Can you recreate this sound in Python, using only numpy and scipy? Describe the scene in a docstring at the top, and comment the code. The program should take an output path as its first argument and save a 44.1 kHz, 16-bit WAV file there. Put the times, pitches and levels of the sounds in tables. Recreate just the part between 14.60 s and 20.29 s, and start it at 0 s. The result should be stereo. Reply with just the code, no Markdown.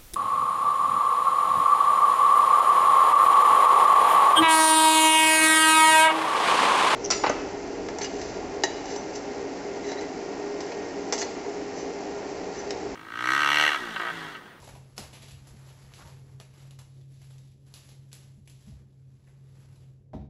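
"""Hard-walled kitchen: cling film is pulled off its roll and stretched between two hands.
An extractor hums (wavering sines) and rumbles (shaped noise); the roll knocks on the worktop (pushed modes).
Short pitched pops and groans (click bunches ringing at one pitch) are the roll's tube, later the sheet.
The film crinkles (dense filtered clicks) and snaps loose (crack and tear).
Two close microphone ports hear it, with a noise-tail room."""
import sys
import numpy as np
from scipy import signal
from scipy.fft import rfft, irfft, next_fast_len
from scipy.io import wavfile
from scipy.ndimage import uniform_filter1d

SR = 44100
rng = np.random.default_rng(int(sys.argv[2]) if len(sys.argv) > 2 else 0)


def digitize_waveform(pressure):
    """Quantize a signal to 16-bit integers and store it at the path in sys.argv[1].

    Rows of a 2-D input are taken as channels; values are limited to [-1, 1].
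    """
    field = np.atleast_2d(pressure).T
    bounded = np.clip(field, -1, 1)
    quanta = np.round(bounded * 32767).astype(np.int16)
    wavfile.write(sys.argv[1], SR, quanta)


N = 250949


def undb(db):
    """dB to amplitude ratio."""
    return 10 ** (np.asarray(db) / 20)


def unit(x):
    """Scale to rms 1."""
    return x / np.sqrt(np.mean(x ** 2))


def over_hz(table, size):
    """(f/Hz, value) table interpolated over log frequency at the bins of a transform."""
    hz, value = np.transpose(table)
    return np.interp(np.log(np.fft.rfftfreq(size, 1 / SR) + 1), np.log(hz), value)


def colour(x, table):
    """Minimum-phase filter with the gains of an (f/Hz, level/dB) table."""
    cepstrum = irfft(np.log(undb(over_hz(table, size=4096))))
    cepstrum[1:2048] *= 2  # fold to causal
    cepstrum[2049:] = 0
    impulse = irfft(np.exp(rfft(cepstrum)))[:2048]
    return signal.fftconvolve(x, impulse)[:len(x)]


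def walk(rate_hz):
    """Random levels held 1 / rate_hz and smoothed twice; rms 1."""
    hold = int(SR / rate_hz)
    steps = np.repeat(rng.standard_normal(N // hold + 1), hold)
    smooth = uniform_filter1d(uniform_filter1d(steps, hold), hold)
    return unit(smooth[:N])


# extractor motor lines: (mean f/Hz, waver rms/Hz, level/dB rms before waver)
HUM_LINES = [(133.77, 1.02, -52.5), (97, 2.185, -63.5), (210.5, 2.806, -77.5), (281, 4.17, -78),
             (547, 7.5, -91.5)]


def hum():
    """Motor lines that waver in pitch and level."""
    out = 0
    for hz, waver_hz, db in HUM_LINES:
        level = np.sqrt(2) * undb(db + 2.0 * walk(8))
        cycles = np.cumsum(hz + waver_hz * walk(6)) / SR
        out = out + level * np.sin(2 * np.pi * cycles)
    return out


# extractor air noise spectrum: (f/Hz, relative level/dB per Hz)
AIR_SPECTRUM = [(15, -47), (25, -11), (80, -6), (109, -6), (132, 1), (157, -14.5), (185, -11.5), (236, -20),
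                (370, -17), (487, -21.5), (716, -33.5), (1480, -47.5), (3970, -55.5), (8000, -60),
                (10400, -101)]
AIR_DB, AIR_SWELL_DB, FLUTTER_DB = -57, 0.87, 1.6


def rumble():
    """Extractor air noise: shaped noise swelling a little, its upper part fluttering."""
    size = next_fast_len(N)
    air = rfft(rng.standard_normal(size)) * undb(over_hz(AIR_SPECTRUM, size))
    upper_share = over_hz([(170, 0), (260, 1)], size)
    lower = irfft(air * (1 - upper_share), size)[:N]
    upper = irfft(air * upper_share, size)[:N]
    noise = lower + upper * undb(FLUTTER_DB * walk(17))
    return unit(noise) * undb(AIR_DB + AIR_SWELL_DB * walk(2.07))


# room decay: (f/Hz, t60/s)
DECAY_T60 = [(100, 0.77), (500, 0.44), (2000, 0.33), (6000, 0.4), (12000, 0.15)]
ROOM_DB, ROOM_BUILD_S = 8, 0.00041


def room(x):
    """Tiled walls: a noise tail whose octaves die at their own pace."""
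    t_s, tail = np.arange(SR) / SR, 0
    hz, t60_s = np.transpose(DECAY_T60)
    spectrum = rfft(rng.standard_normal(SR))
    bin_octave = np.log2(np.arange(SR // 2 + 1) + 1.)
    for octave in range(5, 15):
        weight = np.clip(1 - np.abs(bin_octave - octave), 0, 1)
        band = irfft(spectrum * weight, SR)
        band_t60_s = np.interp(octave, np.log2(hz), t60_s)
        tail = tail + band * np.exp(-np.log(1000) * t_s / band_t60_s)
    tail = tail * (1 - np.exp(-t_s / ROOM_BUILD_S))
    return undb(ROOM_DB) * signal.fftconvolve(x, tail / np.sqrt(np.sum(tail ** 2)))[:N]


# roll on worktop: (t/s, ring peak level/dB before mix, contact/ms, tube-rim tick level/dB re ring peak)
ROLL_KNOCKS = [(.003, -56, 14, -60), (0.129, -51, 12.5, -60), (0.383, -41, 0.4, -36),
               (.4, -46.5, 13.6, -60), (0.717, -48, 9.2, -60), (0.799, -55, 12.7, -60),
               (.905, -46.5, 11.2, -60), (.93, -52, 2.6, -40), (1.226, -53, 10.3, -60),
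               (1.422, -46.5, 6.4, -39), (3.771, -48, 4.7, -47), (4.071, -42.5, 4.6, -38),
               (4.111, -44.5, 7.4, -39), (5.533, -36.5, 0.57, -17.5), (5.54, -35, 2.3, -29),
               (5.548, -38, 8, -23), (5.565, -41.5, 1.27, -20.5), (5.593, -42, 4.4, -24),
               (5.612, -46.5, 3.5, -20), (5.644, -55.5, 5.6, -15)]
# worktop modes, before each blow's variation: (f/Hz, level/dB, t60/s, at least 0.02 s in use)
WORKTOP_MODES = [(69, -10, 0.31), (87.7, -9, 0.24), (124.4, -12.5, 0.29), (156.1, -3.5, 0.16),
                 (192.3, -2, 0.093), (214.7, 0.5, 0.13), (274, -3.5, 0.089), (322, -7, 0.082),
                 (369, -1.5, 0.063), (430.5, -10.5, 0.14), (503, -5, 0.07), (570, -23, 0.024),
                 (639, -2, 0.083), (754, 1, 0.072), (851, -7, 0.066), (968, -6.5, 0.042),
                 (1303, -17.5, 0.091)]
# tube-rim tick filter: (f/Hz, level/dB)
RIM_COLOUR = [(900, 18), (1200, 4.5), (2120, 0.5), (2900, -4), (3500, -5), (3790, 2.5), (4100, -5.5),
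              (5500, -9.5), (9000, -20)]


def knocks(build_cycles=0.84, vary_db=2., detune_share=.025, tick_decay_s=0.024):
    """A half-sine push rings the worktop; longer contact leaves high modes out, low modes build up late."""
    out, t_s = np.zeros(N + SR), np.arange(SR // 4) / SR
    modes = len(WORKTOP_MODES)
    chance = rng.standard_normal((len(ROLL_KNOCKS), 2 * modes + 1024))
    for (s, db, contact_ms, tick_db), draws in zip(ROLL_KNOCKS, chance):
        ring = 0  # each blow lands elsewhere: mode levels and pitches differ
        for (hz, mode_db, t60_s), vary, detune in zip(WORKTOP_MODES, draws, draws[modes:]):
            tone = np.sin(2 * np.pi * hz * (1 + detune_share * detune) * t_s)
            decay = np.exp(-np.log(1000) * t_s / max(t60_s, .02))
            build = 1 - np.exp(-t_s * hz / build_cycles)
            ring = ring + undb(mode_db + vary_db * vary) * tone * decay * build
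        push = np.sin(np.pi * np.clip(1000 * t_s[:1024] / contact_ms, 0, 1))
        ring = signal.fftconvolve(ring, push)[:len(t_s)]
        ring = ring / np.abs(ring).max()
        tick = draws[-1024:] * np.exp(-t_s[:1024] / tick_decay_s)
        ring[:1024] += undb(tick_db) * colour(tick, RIM_COLOUR)
        start = int(s * SR)
        out[start:start + len(t_s)] += undb(db) * ring
    return out[:N]


# short pitched pops and groans: the roll's tube rattling at the start, the stretched sheet drumming later:
# (t/s, level/dB before mix, f/Hz, length/ms)
POP_EVENTS = [(0.022, -50.5, 870, 18), (.072, -42.5, 756, 9.3), (0.09, -48, 890, 3.6),
              (.152, -50, 935, 5.5), (.162, -44, 767, 3), (1.369, -63, 1190, 47), (1.4, -52.5, 1350, 40),
              (1.44, -55.5, 890, 40), (1.47, -55.5, 970, 29), (1.445, -75, 520, 21), (4.669, -64, 1920, 13)]


def pitched_pops(width=0.19, per_s=760.0, spread_db=1.5, size=4096):
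    """Bunches of uneven clicks ring a damped resonance: tube rattling at the start, sheet drumming later."""
    out, ms = np.zeros(N + size), 1000 * np.arange(size) / SR
    chance = rng.random((len(POP_EVENTS), 2, size))
    for (s, db, hz, length_ms), (when, big) in zip(POP_EVENTS, chance):
        clicks = (when < per_s / SR) * undb(-spread_db * np.log(big + 0.024))
        clicks[0] += 2
        arch = np.sin(np.pi * np.clip((ms + 1) / (length_ms + 1), 0, 1))
        ring = np.sin(2 * np.pi * hz * ms / 1000) * np.exp(-np.pi * width * hz * ms / 1000)
        pop = signal.fftconvolve(clicks * arch, ring)[:size]
        level = np.sqrt(np.sum(pop ** 2) / (length_ms * SR / 1000))
        start = int(s * SR)
        out[start:start + size] += undb(db) * pop / level
    return out[:N]


# slow pulls: (t/s of fullest crinkling, level/dB before mix, brightest f/Hz, dull share/dB,
# swell/ms, fade/ms); swell and fade each span 20 dB
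SHEET_PULLS = [(.01, -53, 4930, -0.5, 430, 330), (0.299, -68.5, 5000, -20, 390, 930),
               (0.549, -53, 3000, -4, 160, 42), (.72, -62, 3500, 1, 730, 190),
               (1.248, -61, 3500, -0.5, 1500, 230), (1.409, -63, 1900, 10.5, 183, 57),
               (1.479, -56, 2350, -1.5, 49, 118), (1.7, -77, 7050, 10, 510, 230),
               (2.026, -57.5, 2980, -1.5, 290, 120), (2.4, -70.5, 4530, -6, 2400, 190),
               (2.634, -61, 5400, -13.5, 290, 470), (2.8, -75.5, 5500, 2, 730, 97),
               (3.08, -65, 4500, -1.5, 40, 540), (3.29, -58.5, 4050, -10, 300, 175),
               (4.073, -60.5, 4600, -9, 235, 132), (4.2, -76.5, 3000, 7.5, 250, 42),
               (4.46, -94, 5000, -3, 250, 200), (4.7, -78.5, 3000, 6.5, 56, 190),
               (4.955, -69, 3000, 0, 23, 150), (5.01, -64, 4500, -7, 93, 48),
               (5.199, -70.5, 4500, -1, 1800, 286)]
# crinkling after a snap: level re tear, dull share re snap's own (capped), fade as multiple of tear length
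SETTLE_DB, SETTLE_DULL_DB, SETTLE_PER_TEAR = -8.5, 4, 10.44
DULLEST_DB, SETTLE_SWELL_MS = 0, 1.5
OFF_PITCH_DB = 5  # bright loss per octave from the brightest pitch


def effort(patch_hz, size):
    """Bright and dull gains of one part: pulls swell and fade, every snap leaves a fading trail."""
    trails = []
    for s, _, hz, dull_db, tear_db, tear_ms in SNAP_EVENTS:
        trail_dull_db = min(dull_db + SETTLE_DULL_DB, DULLEST_DB)
        fade_ms = SETTLE_PER_TEAR * tear_ms
        trails.append((s, tear_db + SETTLE_DB, hz, trail_dull_db, SETTLE_SWELL_MS, fade_ms))
    s, db, hz, dull_db, swell_ms, fade_ms = np.array(list(SHEET_PULLS) + trails).T[:, :, None]
    steps = np.arange(0, N + size, size)
    late_ms = 1000 * (steps / SR - s)
    db = db - 20 * np.maximum(late_ms / np.maximum(fade_ms, 1), -late_ms / np.maximum(swell_ms, 1))
    bright_db = db - OFF_PITCH_DB * np.abs(np.log2(patch_hz / hz))
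    return [np.interp(np.arange(N), steps, np.sqrt(np.sum(undb(v) ** 2, axis=0)))
            for v in (bright_db, db + dull_db)]


# bright film filter: (f/Hz, level/dB)
FILM_COLOUR = [(900, -9.5), (1600, -1), (2600, 0.5), (4500, -3.5), (7000, -6), (9000, -1.5), (10800, -3),
               (11800, -9)]
# dull flapping-sheet filter: (f/Hz, level/dB)
FLAP_COLOUR = [(250, -6.5), (450, -5), (700, -4.5), (1100, -5.5), (1600, -7.5), (2500, -12), (4000, -23)]


def crinkle(patch_hz, film_gain, flap_gain, per_s=500., spread_db=1.5, patchy_db=3.5):
    """Countless small patches let go in one part of the sheet: clicks of uneven size, in bunches."""
    when, size, sign = rng.random((3, N))
    clicks = (when < per_s / SR) * undb(-spread_db * np.log(size + 0.011)) * np.sign(sign - .5)
    clicks = clicks * undb(patchy_db * walk(35) + 2.55 * walk(150))
    patch = [(patch_hz / 1.76, -7), (patch_hz, 0), (patch_hz * 6.5, -7)]
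    bright = colour(colour(clicks, FILM_COLOUR), patch)
    dull = colour(clicks, FLAP_COLOUR)
    return unit(bright) * film_gain + unit(dull) * flap_gain


# parts of the sheet: (f/Hz of most crinkling)
SHEET_PART_HZ = [1470, 2110, 3600, 4460, 6600, 9500]


def sheet_parts():
    """Every part of the sheet crinkles at its own pitch, driven by the shared pulls and snaps."""
    return [crinkle(hz, *effort(hz, size=128)) for hz in SHEET_PART_HZ]


# film snapping loose: (t/s, crack peak level/dB before mix, brightest f/Hz, dull share/dB,
# tear level/dB before mix, tear decay/ms)
SNAP_EVENTS = [(0.026, -50, 1800, 14, -63, 3), (0.072, -43, 2200, 5, -55.5, 6.2),
               (0.089, -57, 1586, 10.5, -52, 6.4), (0.151, -47, 2090, 3, -51.5, 7.2),
               (0.365, -58, 6080, -7, -49.5, 27), (.379, -24, 4400, -5, -30.5, 7),
               (.53, -59, 2300, -5.5, -49, 40), (0.621, -57, 3680, -38, -46.5, 16),
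               (.683, -54, 3050, -28, -50.5, 21), (0.7087, -57, 3500, -18, -44.5, 8.5),
               (0.8709, -45, 6800, -5.5, -52, 23), (1.337, -41, 4150, -32, -50.5, 46),
               (1.422, -41, 1400, 10, -61, 3.6), (1.454, -57, 1600, 7, -57, 5),
               (1.8, -35, 3930, -2, -44, 3.5), (1.9381, -48, 2200, 6, -61.5, 13),
               (2.108, -41, 4270, -7, -47.5, 5.1), (2.189, -54, 3840, -3, -42.5, 5.1),
               (2.411, -62, 2370, -10, -58.5, 5.7), (2.615, -65, 2300, -2, -58, 12),
               (2.705, -68, 3070, -5, -56, 14.5), (2.782, -50, 5300, -11, -54, 7.7),
               (3.065, -63, 4970, -22, -62.5, 12), (3.139, -33.5, 4960, -12.5, -46, 31),
               (3.289, -55, 4600, -10, -49.5, 6.7), (3.516, -62, 2980, -32, -52.5, 10),
               (3.529, -29, 7300, -13.5, -46, 26), (3.856, -68, 7000, -18, -61, 3.9),
               (3.875, -40, 3020, -13.5, -49.5, 7.9), (3.897, -51, 6700, -16, -51, 11),
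               (4.669, -66, 1900, 2, -69, 12), (4.94, -67, 3000, -1, -74, 14),
               (5.157, -69, 4300, -13, -59.5, 6.9), (5.205, -63, 2500, -4, -64, 9.3),
               (5.238, -68, 3000, -5, -72, 5.5)]


def snaps(crack_ms=0.22, rise_ms=0.51, late_ms=1.0, fray=0.19, size=8192):
    """Each snap: a sub-millisecond crack and a tear running on, coloured by the patch that lets go."""
    cracks, tears, ms = np.zeros(N + size), np.zeros(N + size), 1000 * np.arange(size) / SR

    def voiced(raw, patch, dull_db):
        bright = colour(colour(raw, FILM_COLOUR), patch)
        return unit(bright) + undb(dull_db) * unit(colour(raw, FLAP_COLOUR))

    chance = rng.standard_normal((len(SNAP_EVENTS), size))
    for (s, db, hz, dull_db, tear_db, tear_ms), hiss in zip(SNAP_EVENTS, chance):
        off_ms = np.abs(ms - late_ms)
        click = (off_ms < 500 / SR) + fray * hiss  # within half a sample
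        raw_crack = (click * np.exp(-off_ms / crack_ms))[:size // 8]
        raw_tear = hiss * np.exp(-ms / tear_ms) * (1 - np.exp(-ms / rise_ms))
        crack_patch = [(hz / 5, -22), (hz / 2.0, -9), (hz, 0), (hz * 0.95, -4), (hz * 5, -12)]
        tear_patch = [(hz / 3, -9), (hz, 0), (hz * 3, -4)]
        crack = voiced(raw_crack, crack_patch, dull_db)
        tear = voiced(raw_tear, tear_patch, dull_db)
        start = int(s * SR)
        cracks[start:start + len(crack)] += undb(db) * crack / np.abs(crack).max()
        tears[start:start + size] += undb(tear_db) * tear * np.std(raw_tear)
    return cracks[:N], tears[:N]


# diffuse sound at the two ports: (f/Hz, left-right correlation before balance and phase turns)
PORT_LIKENESS = [(60, 1), (160, 0.903), (300, -0.045), (600, 0.051), (1250, -0.49), (2700, 0.32),
                 (5000, 0.35), (6500, 0.6), (8300, 1), (12000, 1)]
# left-right phase difference: (f/Hz, phase/cycles); the channels are in opposite phase around 9 kHz
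PHASE_TURNS = [(7550, 0), (7900, .16), (8350, .5), (9560, .5), (10450, 1), (11900, 1), (12400, 1.5)]
# channel balance: (f/Hz, left minus right level/dB)
PORT_BALANCE = [(250, 0), (500, 2), (1000, -0.5), (2000, 0.5), (4000, 2), (9000, 0.5), (11000, -0.5),
                (11700, -0.5)]


def ports(direct, diffuse_one, diffuse_two):
    """Both ports share the direct sound; the diffuse part is alike only where the table says so."""
    edge = SR // 8  # the sound runs on beyond both ends
    size = next_fast_len(N + SR // 2)
    near, one, two = (rfft(np.pad(v, edge, "reflect", reflect_type="odd"), size)
                      for v in (direct, diffuse_one, diffuse_two))
    like = np.clip(over_hz(PORT_LIKENESS, size), -1, 1)
    mid, side = np.sqrt((1 + like) / 2) * one, np.sqrt((1 - like) / 2) * two
    tilt = undb(over_hz(PORT_BALANCE, size) / 2)
    turn = np.exp(-2j * np.pi * over_hz(PHASE_TURNS, size))
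    left = irfft((near + mid + side) * tilt * turn, size)
    right = irfft((near + mid - side) / tilt, size)
    return np.array([left, right])[:, edge:edge + N]


def scene():
    """Mix direct sources and two draws of the diffuse field, then feed the ports."""
    sheet = sheet_parts()
    (cracks, tears), blows, pops = snaps(), knocks(), pitched_pops()
    direct = hum() + undb(3.0) * blows + undb(-6.0) * pops
    direct = direct + undb(-9.5) * sum(sheet) + undb(-4.5) * tears + undb(5.0) * cracks
    # each source, and each part of the sheet, excites the room from its own place
    places = [undb(-9.5) * colour(blows, [(70, -16.5), (300, 1.0)]), undb(-13.0) * pops]
    places += [undb(-17.5) * part for part in sheet]
    places += [undb(-11.5) * tears, undb(-9.0) * cracks]
    diffuse_one, diffuse_two = (sum(room(v) for v in places) + rumble() for _ in range(2))
    return ports(direct, diffuse_one, diffuse_two)


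TOP_HZ, BASS_HZ = 11900, 45


def record(dry):
    """The recorder drops the deepest bass and cuts the top."""
    thin = signal.sosfilt(signal.butter(2, BASS_HZ, "high", fs=SR, output="sos"), dry)
    return signal.sosfilt(signal.ellip(10, .2, 70, TOP_HZ, fs=SR, output="sos"), thin)


dry = scene()
out = record(dry)
digitize_waveform(out)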